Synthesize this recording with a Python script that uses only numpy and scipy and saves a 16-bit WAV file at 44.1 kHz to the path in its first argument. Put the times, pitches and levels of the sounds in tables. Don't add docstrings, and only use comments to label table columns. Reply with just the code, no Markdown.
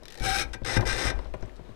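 import sys
import numpy as np
from scipy import signal
from scipy.fft import rfft, irfft, next_fast_len
from scipy.io import wavfile
from scipy.ndimage import uniform_filter1d, map_coordinates

SR = 44100
rng = np.random.default_rng(int(sys.argv[2]) if len(sys.argv) > 2 else 0)


def linear_from_db(decibels):
    return 10 ** (np.asarray(decibels, float) / 20)


def bounce(signal):
    frames = np.transpose(np.atleast_2d(signal))
    limited = np.clip(frames, -1, 1)
    pcm = np.round(limited * 32767).astype(np.int16)
    wavfile.write(sys.argv[1], SR, pcm)


N = 77175


def unit(x):
    return x / np.sqrt(np.mean(x ** 2) + 1e-20)


def along(points, hz):
    f, v = np.transpose(points)
    return np.interp(np.log(hz + 1), np.log(f + 1), v)


def curves(rows, outside=None):
    s, *columns = np.transpose(rows)
    return [np.interp(np.arange(N) / SR, s, c, outside, outside) for c in columns]


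def wobble(rate):
    knots = rng.standard_normal(int(N * rate / SR) + 4)
    return map_coordinates(knots, [np.arange(N) * rate / SR])


def filtered(x, response):
    m = next_fast_len(len(x) + SR // 2)
    return irfft(rfft(x, m) * response(np.fft.rfftfreq(m, 1 / SR)), m)[:len(x)]


def body(peaks):
    def response(f):
        total = 0
        for k, (centre, width, db) in enumerate(peaks):
            band = 1j * f * width
            total = total + (-1) ** k * linear_from_db(db) * band / (centre ** 2 - f ** 2 + band)
        return total
    return response


def add(track, s, sound):
    part = track[round(s * SR):][:len(sound)]
    part += sound[:len(part)]


# time in seconds, pressure in dB, squeal in dB, board rumble in dB,
# the last two relative to the pressure.
DRAG_STROKES = [
    [(.05, -90.5, -18, 23), (.2, -61.5, 6, 12), (.226, -45.5, 6, -1.5), (.245, -35.5, -6, -1.5),
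     (.33, -35, -4, -13), (.418, -33.5, -1, -7.5), (.438, -46.5, -4, -0.5), (.46, -65.5, 7, 10),
     (.525, -71.5, -10, 14.5)],
    [(.532, -40, -10, -18), (.545, -43.5, 9, 4), (.572, -90, -10, 33.5)],
    [(.646, -36.5, -6, -6), (.71, -37.5, -28, 1), (.755, -37.5, -17, -5), (.775, -33, 9.5, 3),
     (.788, -57, 10.5, 21), (.85, -64, 20, 24.5)],
    [(.853, -45, 10, 10.5), (.872, -34.5, -14, -3.5), (.89, -33.5, 5.5, -9.5), (.93, -36, 3.5, -3.5),
     (.945, -38, -36, -2), (1.066, -34, -4, -3.5), (1.104, -38.5, 0, -0.5), (1.125, -63.5, -21, 16),
     (1.31, -74, -17, 9)],
]
# time in seconds, length in seconds, pressure change in dB.
EDGE_GRIPS = [(0.648, 0.0068, -6.5), (0.657, 0.0058, -12), (0.735, 0.0025, -7), (0.744, 0.0019, 7),
              (.962, 0.0022, 3.5), (0.97, 0.0028, -20), (.977, 0.0033, -17), (0.989, 0.0035, 0)]
# time in seconds, pitch in Hz, extra level of the lowest order in dB.
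SQUEAL_PITCH = [(.22, 765, -7), (.27, 779, 8.5), (.325, 767, 3.5), (.35, 790, 8.5), (.392, 816, 1.5),
                (.405, 807, -3), (.44, 805, -4), (.6, 791, -12), (1.1, 792.8, -18)]
# order (multiple of the pitch), level in dB.
SQUEAL_HARMONICS = [(1, -1.5), (2, -4.5), (3, -2.5), (4, -14)]
# centre in Hz, width in Hz, level in dB.
DECK_UPRIGHT = [(1277, 98, -10), (1487, 23, -0.5), (1580, 33, 5), (1730, 120, -5.5), (2230, 31, -4),
                (2993, 66, -15), (3064, 79, -10.5), (3745, 83, -1), (4110, 145, -9), (5210, 310, -5),
                (5680, 71, -6), (6140, 92, -7), (8230, 530, -14.5), (10200, 1120, -17.5)]
# centre in Hz, width in Hz, level in dB.
DECK_LEANING = [(842, 77, -7), (1287, 94, -1.5), (1569, 9.2, 1.5), (1800, 35, 4.5), (2030, 64, -1.5),
                (2400, 15.5, 2.5), (3680, 80, -5), (4065, 46, -2.5), (5080, 370, -10), (5630, 220, -6),
                (6180, 410, -13.5), (8400, 430, -12), (10490, 310, -24), (11000, 290, -22.5)]
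# frequency in Hz, level in dB per Hz.
DECK_RASP = [(350, -7.5), (600, -38), (1450, 5), (2910, -2.5), (4500, -14.5), (5400, -6), (7100, -25),
             (8620, -23), (16000, -33)]
# centre in Hz, width in Hz, level in dB.
BOARD_MODES = [(105.5, 18.5, 5.7), (169, 57, -3.1), (192.4, 20, 1.7), (272.8, 15.4, 1.8), (357, 56, 1.8),
               (514, 87, 1.4), (791, 104, 0)]


def scrape():
    t = np.arange(N) / SR
    press, squeal, rumble = np.zeros((3, N))
    for rows in DRAG_STROKES:
        _, squeal_db, rumble_db = curves(rows)
        gain = linear_from_db(curves(rows, outside=-150)[0])
        press = press + gain
        squeal = squeal + gain * linear_from_db(squeal_db)
        rumble = rumble + gain * linear_from_db(rumble_db)
    for s, length, db in EDGE_GRIPS:
        press = press * linear_from_db(db * np.exp(-((t - s) / length * 2) ** 2))

    slips_per_s, slip_scatter_db, hiss_share = 1600, 1, 0.48
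    chance = slips_per_s / SR
    slips = (rng.random(N) < chance) * linear_from_db(slip_scatter_db * rng.standard_normal(N))
    drive = press * (unit(slips) + hiss_share * rng.standard_normal(N))

    tilted = t > 0.5
    probe = rng.standard_normal(N)

    def ring(x, response):
        return filtered(x, response) / np.std(filtered(probe, response))

    steel = ring(drive * ~tilted, body(DECK_UPRIGHT)) + ring(drive * tilted, body(DECK_LEANING))
    steel += linear_from_db(-3.5) * ring(drive, lambda f: linear_from_db(along(DECK_RASP, f)))

    pitch, lowest_db = curves(SQUEAL_PITCH)
    jitter = 0.022 * np.where(tilted, 0.12, 1)
    turn = 2 * np.pi * np.cumsum(pitch * (1 + jitter * wobble(160))) / SR
    tone = np.zeros(N)
    for k, db in SQUEAL_HARMONICS:
        level = db + lowest_db * (k == 1) + 2.6 * wobble(70.6)
        level = level - 15 * tilted * (k != 2)
        tone += linear_from_db(level) * np.sin(k * turn)

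    boards = ring(rumble * rng.standard_normal(N), body(BOARD_MODES))
    return steel + uniform_filter1d(squeal, size=200) * tone + boards


def click(colour, db, t60):
    t = np.arange(SR // 10) / SR
    a, b = rng.standard_normal((2, len(t)))

    def deck_colour(f):
        return colour(f) * (1 + 8.1 * abs(body(DECK_LEANING)(f))) / (1 + (f / 7000) ** 2)

    sharp = unit(filtered(a, colour)) * linear_from_db(-60 * t / (0.24 * t60))
    tail = unit(filtered(b, deck_colour)) * linear_from_db(-60 * t / t60)
    return linear_from_db(db - 12) * (sharp + 0.6 * tail)


# frequency in Hz, level in dB.
CREAK_TONE = [(900, -29), (1600, -0.5), (2100, -2.5), (4000, 2), (7000, -5.5), (13000, -10.5), (16000, -26)]
# start in seconds, peak in dB.
SINGLE_SLIPS = [(0.0338, -38.5), (0.0547, -32), (0.0823, -31), (0.1028, -36), (0.107, -34.5),
                (0.123, -31.5), (0.1331, -40.5), (0.1427, -33), (0.1542, -33), (0.1749, -31), (0.1854, -36),
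                (0.1989, -29.5), (0.2065, -35), (0.5325, -40), (0.647, -30), (.652, -30), (0.664, -32),
                (0.698, -35), (.7325, -21), (0.8091, -27), (.8595, -46), (0.8755, -22.5), (0.96, -54),
                (0.9637, -28), (0.9712, -25.5), (0.9808, -34), (.992, -30)]


def creaks():
    out = np.zeros(N)
    for s, db in SINGLE_SLIPS:
        add(out, s, click(lambda f: linear_from_db(along(CREAK_TONE, f)) * (f > 600), db, t60=0.052))
    return out


# start in seconds, peak in dB,
# pitch in Hz.
PITCHED_CLICKS = [(.606, -55, 3730), (.6352, -42, 4000), (.795, -21, 1230), (.813, -22, 1900),
                  (.824, -24, 1020), (1.1894, -37, 1800), (1.1905, -38, 3640), (1.215, -52, 3700),
                  (1.2465, -44, 3700), (1.27, -47, 3500), (1.22, -47, 1800), (1.2446, -54, 7000),
                  (1.2555, -37.5, 2140), (1.333, -40, 1050), (1.336, -50, 4900), (1.3388, -29, 2400),
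                  (1.3392, -47, 8050), (1.346, -55, 7000), (1.368, -56, 5500), (1.409, -49.5, 6000),
                  (1.4243, -42, 5500), (1.4245, -44, 2000), (1.443, -54, 3800), (1.452, -43, 2300),
                  (1.4587, -53, 7960), (1.478, -42, 2300), (1.4955, -44, 2270), (1.558, -50, 4100),
                  (1.5582, -57, 8000), (1.5643, -45.5, 4200), (1.5645, -53.5, 7500)]


def ticks():
    out = np.zeros(N)
    for s, db, hz in PITCHED_CLICKS:
        def colour(f):
            near_pitch = np.exp(-(np.log((f + 1) / hz) / 0.68) ** 2)
            return linear_from_db(-39 * (1 - near_pitch)) * (f > 600)
        add(out, s, click(colour, db, t60=0.048))
    return out


# pitch in Hz, level in dB, decay time T60 in seconds.
WOOD_MODES = [(100, 4, 0.12), (144, -3.5, 0.17), (189.5, -2, 0.12), (373, 1.5, 0.067), (531, -4, 0.095),
              (603, 6, 0.036), (790, -8, 0.054), (982, -3.5, 0.036), (1460, -22, 0.086)]
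# start in seconds, peak in dB, heaviness from 0 to 1.
BOARD_KNOCKS = [(0.0235, -41.5, 0.47), (0.2085, -30.5, 0.77), (.255, -33, 0.74), (.3, -35.5, 0.93),
                (0.369, -34.5, 0.78), (0.534, -53, 0.4), (0.618, -31, 0.7), (0.7681, -18, 0.86),
                (.777, -36, 0.5), (0.811, -28, 0.96), (0.827, -26.5, 0.14), (1.052, -26, 0.69),
                (1.191, -34.5, 0), (1.2561, -36.5, 0.16), (1.3396, -25, 0.32), (1.356, -51, 0.92),
                (1.426, -29.5, 0.52), (1.437, -37.5, 0.43), (1.444, -52, 0.56), (1.479, -39, 0.53),
                (1.593, -37, 0.63), (1.692, -37, 0.64)]


def knocks():
    out, t = np.zeros(N), np.arange(SR // 4) / SR
    push_s, splinter_t60 = 0.0018, 0.03
    for s, db, heavy in BOARD_KNOCKS:
        ring = np.zeros(len(t))
        for hz, level, t60 in WOOD_MODES:
            level_luck, pitch_luck = rng.standard_normal(2)
            deep_db = -13 * (heavy - 0.5) * np.log2(hz / 400)
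            damp_db = -10 * heavy ** 4
            gain = linear_from_db(level + 1.88 * level_luck - 60 * t / t60 + damp_db + deep_db)
            ring += gain * np.sin(2 * np.pi * hz * (1 + 0.02 * pitch_luck) * t)
        ring *= 1 - np.exp(-t / 0.0012)
        grit = filtered(rng.standard_normal(len(t)),
                        lambda f: f / 600 / (1 + (f / 600) ** 2) / (1 + (f / 3200) ** 4))
        splinter = (1 - heavy) * linear_from_db(-1 - 60 * t / splinter_t60) * unit(grit)
        u = t / push_s
        push = heavy ** 2 * linear_from_db(14.0) * u * (2 - u) * np.exp(1 - u)
        add(out, s, linear_from_db(db - 9) * (ring + splinter - push))
    return out


# start in seconds, level in dB.
TABLE_JOLTS = [(0.201, -23.5), (.3, -29.5), (0.368, -35), (0.439, -32.5), (0.496, -34.5), (0.608, -31),
               (.73, -32), (0.766, -27.5), (.85, -23), (0.921, -29), (1.04, -20.5), (1.134, -23.5),
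               (1.17, -32), (1.252, -33), (1.308, -34.5), (1.409, -34.5), (1.445, -52), (1.53, -40.5),
               (1.64, -44)]


def sway():
    sway_hz, rise_s, t60, rest_db = 47.07, 0.015, 0.19, -57.5
    t = np.arange(N) / SR
    size = np.full(N, linear_from_db(rest_db))
    for s, db in TABLE_JOLTS:
        u = np.clip(t - s, 0, None)
        size += linear_from_db(db - 60 * u / t60) * (1 - np.exp(-(u / rise_s) ** 2))
    turn = 2 * np.pi * np.cumsum(sway_hz * (1 + 0.12 * wobble(20.12))) / SR
    overtone = 0.083 * wobble(30.95) * np.sin(1.7 * turn)
    return np.sqrt(2) * size * (np.sin(turn) + overtone + 0.64 * wobble(44.12))


# frequency in Hz, decay time T60 in seconds.
FENCE_DECAY = [(200, 0.38), (2000, 0.2), (10000, 0.012)]


def fence(x):
    hz, t, z = signal.stft(rng.standard_normal(SR // 3), SR, nperseg=256)
    decay = linear_from_db(-60 * t / along(FENCE_DECAY, hz)[:, None])
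    tail = signal.istft(z * decay, SR, nperseg=256)[1]
    delayed = np.pad(x, (300, 0))
    return linear_from_db(-15.5) * signal.fftconvolve(delayed, tail / np.linalg.norm(tail))[:N]


# frequency in Hz, level in dB per Hz.
YARD_AIR = [(15, 7.5), (35, -0.5), (90, -8.5), (230, -8.5), (450, -9), (1890, -24), (3820, -30.5),
            (16000, -49.5)]


def yard():
    t = np.arange(N) / SR
    unrest_db = 2.5
    air = unit(filtered(rng.standard_normal(N), lambda f: linear_from_db(along(YARD_AIR, f))))
    air *= linear_from_db(-53 + unrest_db / 2 * wobble(10.75))

    settle_s, settle_t60 = 1.095, 0.65
    settle = (t > settle_s) * linear_from_db(-44 - 60 * (t - settle_s) / settle_t60 + unrest_db * wobble(45.43))
    grit = unit(filtered(rng.standard_normal(N),
                         lambda f: f / 300 / (1 + (f / 300) ** 2) / (1 + (f / 3000) ** 3)))

    chirp_s, chirp_length_s, chirp_hz = 1.642, 0.088, 3850
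    u = np.clip((t - chirp_s) / chirp_length_s, 0, 1)
    swell = np.clip(np.sin(np.pi * u), 0, None) ** 0.5 * linear_from_db(-69 + 2.7 * wobble(94.2))
    bird = swell * np.sin(2 * np.pi * chirp_hz * t + 2.6 * wobble(400))
    return air + settle * grit + bird


def dead_input():
    t = np.arange(N) / SR
    buzz = sum(linear_from_db(-99.2 - 2.3 * k) * np.sin(2 * np.pi * 400 * (k + 1) * t) for k in range(10))
    return linear_from_db(-91.5) * rng.standard_normal(N) + np.sqrt(2) * buzz + linear_from_db(-100.2) * wobble(60)


def scene():
    near = scrape() + creaks() + ticks() + knocks()
    left = 2 * (near + fence(near) + sway() + yard())
    return np.array([left, np.zeros(N)])


def band_limit(x):
    return signal.sosfilt(signal.butter(12, 15830, fs=SR, output="sos"), x)


def record(dry):
    live = filtered(dry[0], lambda f: 1 / (1 + (f / 15400) ** 12))
    return band_limit(np.array([live, dead_input()]))


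dry = scene()
out = record(dry)
bounce(out)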